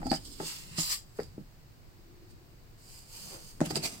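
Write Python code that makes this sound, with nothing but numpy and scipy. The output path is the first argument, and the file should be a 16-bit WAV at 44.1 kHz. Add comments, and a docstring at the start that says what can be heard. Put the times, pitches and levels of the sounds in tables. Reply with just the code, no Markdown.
"""A quiet workroom, where hands shift a clay slab about on a work board.
Impacts of the slab excite the board's modes; sliding friction makes the scuffs and the hiss of a palm
sweeping the clay. Something drags faintly in the lull, then a sleeve rustles, and things are put down
with a thud, a gritty click and a short scrape, all over the low rumble and hiss of the room."""
import sys
import numpy as np
from scipy import signal
from scipy.fft import rfft, irfft
from scipy.io import wavfile
from scipy.ndimage import uniform_filter1d

SR = 44100
rng = np.random.default_rng(int(sys.argv[2]) if len(sys.argv) > 2 else 0)


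def materialize(psi):
    """Save the field psi as 16-bit PCM at rate SR to the path in sys.argv[1].

    A 1-D psi becomes a single channel; in a 2-D psi each row is a channel.
    """
    bounded = np.clip(np.atleast_2d(psi).T, -1, 1)
    quanta = np.round(bounded * 32767).astype(np.int16)
    wavfile.write(sys.argv[1], SR, quanta)


N = 176400
T = np.arange(N) / SR

# Rumble and hiss of the room. Each row: frequency in Hz, relative level in dB.
ROOM_SPECTRUM = [(12, -45), (20, 6.5), (38, 0), (81, -8.5), (113, -2.5), (215, -15.5), (335, -17.5),
                 (554, -22), (797, -23.5), (1080, -25.5), (1320, -26.5), (2960, -30.5), (3310, -34),
                 (4630, -28), (5950, -35), (8090, -34.5), (9830, -43), (13700, -35.5), (15800, -33.5)]
# Likeness of the two ears' signals. Each row: frequency in Hz, correlation.
COHERENCE = [(30, 0.21), (130, 0.89), (300, 0.62), (640, 0.12), (1400, -0.16), (4000, -0.023),
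             (15000, 0.02)]
# Dull drags over the board. Each row: peak time in seconds, level in dB, rise and fall time constants
# in seconds, centre frequency and bandwidth in Hz.
DRAG_STROKES = [(.03, -38, 0.071, 0.11, 29.6, 30), (.008, -37, 0.043, 0.017, 106, 84),
                (.3, -57, 0.43, 0.37, 264, 137), (.75, -50, 0.13, 0.036, 142, 65),
                (.85, -52.5, 0.27, 0.069, 28.2, 21), (1.235, -48, 0.023, 0.1, 52.6, 100),
                (1.407, -43.5, 0.021, 0.021, 165, 35), (2.15, -62, 0.24, 0.45, 338, 54),
                (3.241, -52, 0.06, 0.18, 133, 85), (3.349, -49.5, 0.053, 0.046, 366, 250),
                (3.78, -44.5, 0.1, 0.15, 150, 167)]

# Envelopes of the sleeve and of the palm's low rub and top sheen.
# Each row: time in seconds, relative level in dB.
SLEEVE_ENVELOPE = [(2.75, -82), (2.768, -96), (2.78, -69), (2.912, -56.5), (2.982, -56), (3.06, -63),
                   (3.16, -49.5), (3.354, -50.5), (3.38, -56), (3.504, -55), (3.56, -65)]
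RUB_ENVELOPE = [(0.38, -73), (0.398, -65.5), (0.482, -56), (0.674, -69), (0.762, -62.5), (0.786, -51),
                (0.872, -57.5), (0.928, -51.5), (1.05, -92)]
SHEEN_ENVELOPE = [(0.23, -69), (0.252, -62.5), (0.386, -65.5), (0.48, -50.5), (0.7, -67), (0.744, -66),
                  (0.798, -44.5), (0.9, -46.5), (0.932, -40.5), (1.034, -76), (1.108, -82), (1.192, -67),
                  (1.3, -82)]
# The palm's main hiss. Each row: time in seconds, relative level in dB, relative leftward balance in dB.
PALM_PATH = [(0.2, -59.5, -4), (0.246, -59, -4), (0.255, -48.5, -6), (0.296, -57, -2.5), (0.332, -53, -10),
             (0.372, -59, -8.5), (0.472, -40.5, -2), (0.668, -56.5, -2), (0.759, -54.5, -6.5),
             (0.785, -33.5, -5), (0.81, -33, -0.5), (0.845, -38, 0), (0.885, -39, -0.5), (0.926, -31, 1),
             (1.056, -70.5, 1), (1.1, -71, -2.0)]
# Spectra of the friction noises and the grit's crack. 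Each row: frequency in Hz, relative level in dB.
SLEEVE_SPECTRUM = [(290, -18), (500, -7.5), (586, -39), (630, -11.5), (931, -6.5), (1060, -9.5),
                   (1630, -16.5), (3040, -7), (3570, -13), (4900, 1.5), (5500, -9), (8130, -2.5),
                   (11500, -15.5), (13100, -8.5), (15800, -16.5)]
RUB_SPECTRUM = [(350, -36), (700, -16), (1150, -5.5), (1450, -10.5), (1800, -8), (2400, -7), (2900, -1),
                (3600, -31), (5000, -46)]
PALM_SPECTRUM = [(2200, -28.5), (3200, -6.5), (3700, -3.5), (4200, -1.5), (4900, 4), (5900, -7.5),
                 (7000, -2), (7900, 2), (9200, -6), (10500, -31), (13000, -40)]
SHEEN_SPECTRUM = [(7500, -26), (9800, 1.5), (11000, -2.5), (12200, -2), (13300, 3), (14500, -1.5),
                  (16000, -3)]
SCUFF_SPECTRUM = [(200, -1.5), (700, 3.5), (1100, -6), (1800, -2.5), (2500, -2), (3500, -3), (5000, -2),
                  (6200, -1), (8200, 2), (11000, -8), (13500, -6.5), (16000, -15)]
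CRACK_SPECTRUM = [(1000, -20), (2800, 1), (4500, 5), (6000, 4.5), (8200, 4.5), (10500, -10.5), (13500, -15),
                  (16000, -9)]
# Balance of palm and sleeve, then of scuffs and cracks. Each row: frequency in Hz, left over right in dB.
ARM_BALANCE = [(1000, 6.5), (3600, -3.5), (4900, -7), (5900, 3), (7900, -6.5), (9300, -0.5), (10800, 27),
               (13300, 1), (16000, 21)]
SLAB_BALANCE = [(1000, 2.5), (3600, -1.5), (4900, -10), (5900, -1), (8000, -8), (9300, 3), (10800, 13),
                (13300, 1.5), (16000, 22)]

# Skids of the slab, plus two rows at 0.81 s and 0.927 s that give the palm's sweep extra bite and grit. # Each
# row: peak time in seconds, level in dB, rise and fall time constants in seconds, # relative rasp level in dB,
# rasp frequency and bandwidth in Hz, rasp's left over right in dB.
SKIDS = [(0.069, -51, 0.011, 0.0092, 6.5, 4730, 260, -13), (0.107, -51, 0.0067, 0.014, 16, 4590, 335, -18),
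         (0.156, -45, 0.035, 0.014, 4, 4870, 340, -15), (0.175, -62.5, 0.011, 0.0066, 11, 3060, 200, 11),
         (.81, -54.5, 0.011, 0.017, 21, 7200, 1500, -5), (.927, -59, 0.025, 0.023, 14.5, 2070, 610, 1),
         (1.173, -62, 0.013, 0.011, -7, 7800, 900, 3), (1.207, -59.5, 0.021, 0.043, 3.5, 4710, 500, -9),
         (2.31, -64.5, 0.017, 0.018, -4.5, 4700, 440, -2), (3.66, -41, 0.01, 0.011, -5.5, 2760, 900, -2),
         (3.71, -42, 0.012, 0.0094, 0, 4820, 750, -9), (3.768, -36.5, 0.014, 0.012, -9.5, 4460, 1000, -5),
         (3.837, -42, 0.0059, 0.021, 6, 4500, 440, -9), (3.856, -48.5, 0.022, 0.018, 4.5, 2520, 440, 1),
         (3.859, -37.5, 0.011, 0.016, 0.5, 4890, 400, -4), (3.931, -49, 0.064, 0.063, -9, 4930, 440, -1)]
# Grit catching and snapping. Each row: start in seconds, relative level in dB, share of ring in dB.
GRIT_SNAPS = [(0.1167, -28, 3), (0.140, -27.5, -0.5), (.163, -35, -6), (.2525, -38, -5), (0.833, -35, 4),
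              (1.2321, -34.5, -13), (3.605, -24, -28), (3.613, -22.5, -32), (3.661, -27.5, -13),
              (3.706, -27, -10), (3.748, -34, -15), (3.7573, -17.5, -3.5), (3.767, -32, -17)]
# A brief high ring near 4.8 and 8 kHz colouring each click, mostly in the right ear.
# Each row: frequency in Hz, relative level in dB, T60 in seconds.
CLICK_RING = [(4300, -8, 0.012), (4790, -0.5, 0.019), (4900, -5.5, 0.017), (7940, -5, 0.0092)]
# Modes of the board. Each row: frequency in Hz, relative level in dB, T60 in seconds.
BOARD_MODES = [(99, -15.5, 0.13), (163.8, -11, 0.23), (248.4, -13, 0.14), (292, -11, 0.08),
               (312.5, -4.5, 0.11), (380, -23, 0.072), (614, -13, 0.065), (667, -8.5, 0.058),
               (784, -11, 0.095), (878, -12.5, 0.14), (1314, -7, 0.057), (2030, -12, 0.034)]
# Impacts on the board. Each row: start in seconds, level in dB, contact pitch in Hz, its T60 in seconds,
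# low-pass cutoff of the force in Hz, share of board ring in dB, share of wet slap in dB.
IMPACTS = [(.017, -36, 1160, 0.0083, 1480, -1, -27), (.0295, -28.5, 810, 0.03, 1010, -16, -15.5),
           (0.056, -27.5, 260.7, 0.17, 835, -6.5, -29), (0.0665, -25.5, 820, 0.044, 845, -4.5, -21),
           (.1148, -16.5, 265, 0.043, 1480, -10.5, -12.5), (.1175, -22, 789, 0.087, 1440, -7.5, -23.5),
           (.129, -22.5, 643, 0.048, 1320, -9, -9.5), (.141, -37.5, 246, 0.084, 1400, -2.5, -16),
           (0.4007, -27.5, 390, 0.048, 1180, 0.5, -9), (.432, -26.5, 420, 0.012, 700, -14, -30),
           (.783, -25, 165, 0.12, 1520, -7, -9.5), (1.188, -28.5, 422, 0.071, 1500, -31, -13.5),
           (1.1925, -18, 458, 0.017, 1110, -19, -24), (1.2, -35, 710, 0.015, 1600, -4.5, -6.5),
           (1.3794, -22, 323, 0.0095, 507, -19.5, -49), (3.605, -19, 210, 0.015, 890, -16, -12.5),
           (3.6132, -9.5, 288, 0.026, 930, -17, -24.5), (3.6155, -16, 632, 0.021, 910, -28, -53),
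           (3.617, -21.5, 156, 0.064, 500, -21, -15.5), (3.667, -29, 169, 0.093, 600, -7, -11.5),
           (3.706, -25.5, 357, 0.036, 900, -6, -12.5), (3.7095, -25, 755, 0.023, 1100, -18, -15),
           (3.721, -30, 145, 0.096, 400, -12, -30), (3.7571, -26, 146, 0.098, 1980, -3, -12),
           (3.769, -22.5, 372, 0.034, 1490, -19, -33)]


def from_db(db):
    """Amplitude ratio for a level in decibels."""
    return 10 ** (np.asarray(db) / 20)


def unit_rms(x):
    """Normalise so that the mean of the two channels has rms 1."""
    return x / np.sqrt(np.mean(x.mean(axis=0) ** 2) + 1e-20)


def pan(db):
    """Constant-power gains for a level difference of left over right."""
    gains = from_db(np.array([np.atleast_1d(db), -np.atleast_1d(db)]) / 2)
    return gains / np.sqrt(np.mean(gains ** 2, axis=0))


def at_hz(points, hz):
    """Interpolate a table on a log-frequency axis."""
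    f, value = np.transpose(points)
    return np.interp(np.log(hz + 1), np.log(f), value)


def envelope(curve, fade_s=0.26):
    """Gain along a dB curve, decaying exponentially beyond its ends."""
    s, db = np.transpose(curve)
    outside = np.abs(T - np.clip(T, s[0], s[-1]))
    return from_db(np.interp(T, s, db)) * np.exp(-outside / fade_s)


def swell(peak_s, rise_s, fall_s):
    """Exponential growth to a peak and decay from it."""
    return np.exp(np.maximum(np.minimum((T - peak_s) / rise_s, (peak_s - T) / fall_s), -30))


def add(out, s, sound):
    """Superpose a sound starting at s seconds."""
    i = max(int(s * SR), 0)
    out[..., i:i + sound.shape[-1]] += sound[..., :N - i]


def butterworth(x, hz, kind, order=2):
    """Filter with a maximally flat passband."""
    return signal.sosfilt(signal.butter(order, hz, kind, fs=SR, output="sos"), x)


def colour(x, spectrum, balance=None):
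    """Spectral shaping of two noises, mixed as mid and side to set their coherence."""
    hz = np.arange(N // 2 + 1) * SR / N
    mid, side = rfft(x) * from_db(at_hz(spectrum, hz))
    alike = at_hz(COHERENCE, hz)
    ears = np.sqrt(1 + alike) * mid + np.sqrt(1 - alike) * side * [[1], [-1]]
    return unit_rms(irfft(ears * (pan(at_hz(balance, hz)) if balance else 1), N))


def resonance(x, hz, width_hz):
    """A two-pole resonator passes a band around its natural frequency."""
    r = np.exp(-np.pi * width_hz / SR)
    return signal.lfilter([1, 0, -1], [1, -2 * r * np.cos(2 * np.pi * hz / SR), r * r], x)


def ring(x, hz, t60):
    """Damped oscillator: a unit impulse starts a decaying sine of height 1."""
    r, w = np.exp(-np.log(1000) / (t60 * SR)), 2 * np.pi * hz / SR
    return signal.lfilter([0, np.sin(w)], [1, -2 * r * np.cos(w), r * r], x + 1e-18)


def room_tone():
    """Ambient noise: a steady rumble with faint hiss."""
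    return from_db(-55) * colour(rng.standard_normal((2, N)), ROOM_SPECTRUM)


def reverberation(x, t60=0.14, build_s=0.0067):
    """The small room's diffuse field builds up and decays exponentially, alike at both ears in the bass."""
    tail = colour(rng.standard_normal((2, N)), spectrum=[(20, 0), (20000, 0)])
    tail *= np.exp(-np.log(1000) * T / t60) * (1 - np.exp(-T / build_s))
    tail /= np.sqrt(np.sum(tail ** 2) / 2)
    return from_db(-10.5) * signal.fftconvolve(x[None], tail[:, :SR], axes=1)[:, :N]


def near_echoes(x, echo_db=-4.5, decay_s=0.0091, change_s=0.243):
    """Interference: reflections off nearby boards ripple each ear's spectrum, shifting as hands move."""
    t, out = T[:SR // 25], x.copy()
    for centre in np.arange(0, T[-1] + change_s, change_s):
        echoes = rng.standard_normal((2, len(t))) * np.exp(-t / decay_s)
        echoes *= from_db(echo_db) / np.sqrt(np.sum(echoes ** 2) / 2)
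        near = np.abs(T - centre) < change_s
        if near.any():
            crossfade = np.cos(np.pi / 2 * (T[near] - centre) / change_s)
            add(out, T[near][0], signal.fftconvolve(x[:, near] * crossfade, echoes, axes=1))
    return out


def friction(spread_db, smooth, slips_per_s=7000):
    """Stick-slip friction: tiny random slips of uneven size on a bed of smooth hiss."""
    slipping = rng.random(N) < slips_per_s / SR
    sizes = from_db(spread_db * np.minimum(rng.exponential(1, N), 5))
    grains = unit_rms(slipping * sizes * rng.standard_normal((2, N)))
    return near_echoes(grains + smooth * rng.standard_normal((2, N)))


def drags():
    """Forced vibration: slow pushes make the board murmur in low bands of noise."""
    noise = colour(rng.standard_normal((2, N)), spectrum=[(20, 10.0), (600, 2), (3000, 17.4)])
    out = 0
    for s, db, rise, fall, hz, width in DRAG_STROKES:
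        murmur = unit_rms(resonance(resonance(noise, hz, width), hz, 2 * width))
        out += from_db(db) * swell(s, rise, fall) * murmur
    return out


def sleeve():
    """Friction of cloth gives a soft rustle as the arm is lifted."""
    rustle = colour(friction(spread_db=1.0, smooth=0.98), SLEEVE_SPECTRUM, ARM_BALANCE)
    return from_db(0.5) * envelope(SLEEVE_ENVELOPE) * rustle


def palm():
    """Sliding friction of skin on clay: grainy hiss between a lower rub and a fine sheen."""
    hiss = colour(friction(spread_db=1.5, smooth=0.9), PALM_SPECTRUM, ARM_BALANCE)
    sheen = colour(friction(spread_db=1.0, smooth=0.9), SHEEN_SPECTRUM, ARM_BALANCE)
    rub = colour(friction(spread_db=2.0, smooth=1.0), RUB_SPECTRUM)
    path = np.array(PALM_PATH)
    left_db = np.interp(T, path[:, 0], path[:, 2]) + 3.5
    return (envelope(path[:, :2]) * pan(left_db) * hiss
            + from_db(2) * envelope(SHEEN_ENVELOPE) * sheen
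            + from_db(5) * envelope(RUB_ENVELOPE) * rub)


def scuffs(hiss_pan_share=0.34):
    """Stick-slip of the skidding slab, and of the palm at two moments of its sweep: broad hiss and a resonant
    rasp, near a squeak when narrow."""
    hiss = colour(friction(spread_db=1.5, smooth=0.84), SCUFF_SPECTRUM, SLAB_BALANCE)
    slips = friction(spread_db=1.5, smooth=0.34)
    out = 0
    for s, db, rise, fall, rasp_db, hz, width, left_db in SKIDS:
        rasp = resonance(resonance(slips, hz, width), hz, width)
        rasp /= np.sqrt(uniform_filter1d(rasp ** 2, SR // 40) + 1e-12)   # steady pressure keeps it even
        skid = pan(left_db * hiss_pan_share) * hiss + from_db(rasp_db + 3.5) * pan(left_db) * rasp
        out += from_db(db) * swell(s, rise, fall) * skid
    return out


def snaps(crack_s=0.002):
    """Impulsive release: grit lets go with a dry crack. A brief high ring colours each click."""
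    rings, bursts, click = np.zeros(N), np.zeros(N), signal.unit_impulse(SR // 10)
    for s, db, ring_db in GRIT_SNAPS:
        add(bursts, s, from_db(db) * np.exp(-T[:len(click)] / crack_s))
        tones = sum(from_db(tone_db) * ring(click, hz, t60) for hz, tone_db, t60 in CLICK_RING)
        add(rings, s, from_db(db + ring_db) * tones)
    cracks = from_db(-13.5) * bursts * colour(rng.standard_normal((2, N)), CRACK_SPECTRUM, SLAB_BALANCE)
    direct = rings * pan(-26) + cracks
    return direct + from_db(10.5) * reverberation(direct.mean(axis=0))


def bumps(slap_band_hz=(463, 1850), slap_s=0.0023, left_lag_s=0.00027):
    """Modal excitation: a soft impact's low-passed force thuds and rings the board, with a wet slap."""
    knocks, slaps, click = np.zeros(N), np.zeros((2, N)), signal.unit_impulse(SR // 2)
    for s, db, hz, t60, cutoff_hz, board_db, slap_db in IMPACTS:
        force = butterworth(click + 1e-18, cutoff_hz, "low")
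        # modes alternate in sign, and their strengths vary from blow to blow
        board = sum((-1) ** k * from_db(mode_db + 2 * rng.standard_normal()) * ring(force, f, decay)
                    for k, (f, mode_db, decay) in enumerate(BOARD_MODES))
        thud = butterworth(ring(force, hz, t60), hz / 2, "high")
        add(knocks, s, from_db(db) * (thud + from_db(board_db) * board))
        noise = unit_rms(butterworth(rng.standard_normal((2, len(click))), slap_band_hz, "band", order=3))
        add(slaps, s, from_db(db + slap_db) * noise * np.exp(-T[:len(click)] / slap_s))
    knocks = butterworth(knocks, 90, "high")
    direct = np.array([np.interp(T - left_lag_s, T, knocks), knocks]) * pan(1.0)
    return direct + slaps + reverberation(knocks + from_db(7) * slaps[0])


def scene():
    """Superposition of the room tone and all the handling."""
    return room_tone() + bumps() + snaps() + scuffs() + palm() + sleeve() + drags()


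def record(dry):
    """An elliptic low-pass cuts steeply above 15.9 kHz."""
    return signal.sosfilt(signal.ellip(12, .1, 80, 15900, fs=SR, output="sos"), dry)


dry = scene()
out = record(dry)
materialize(out)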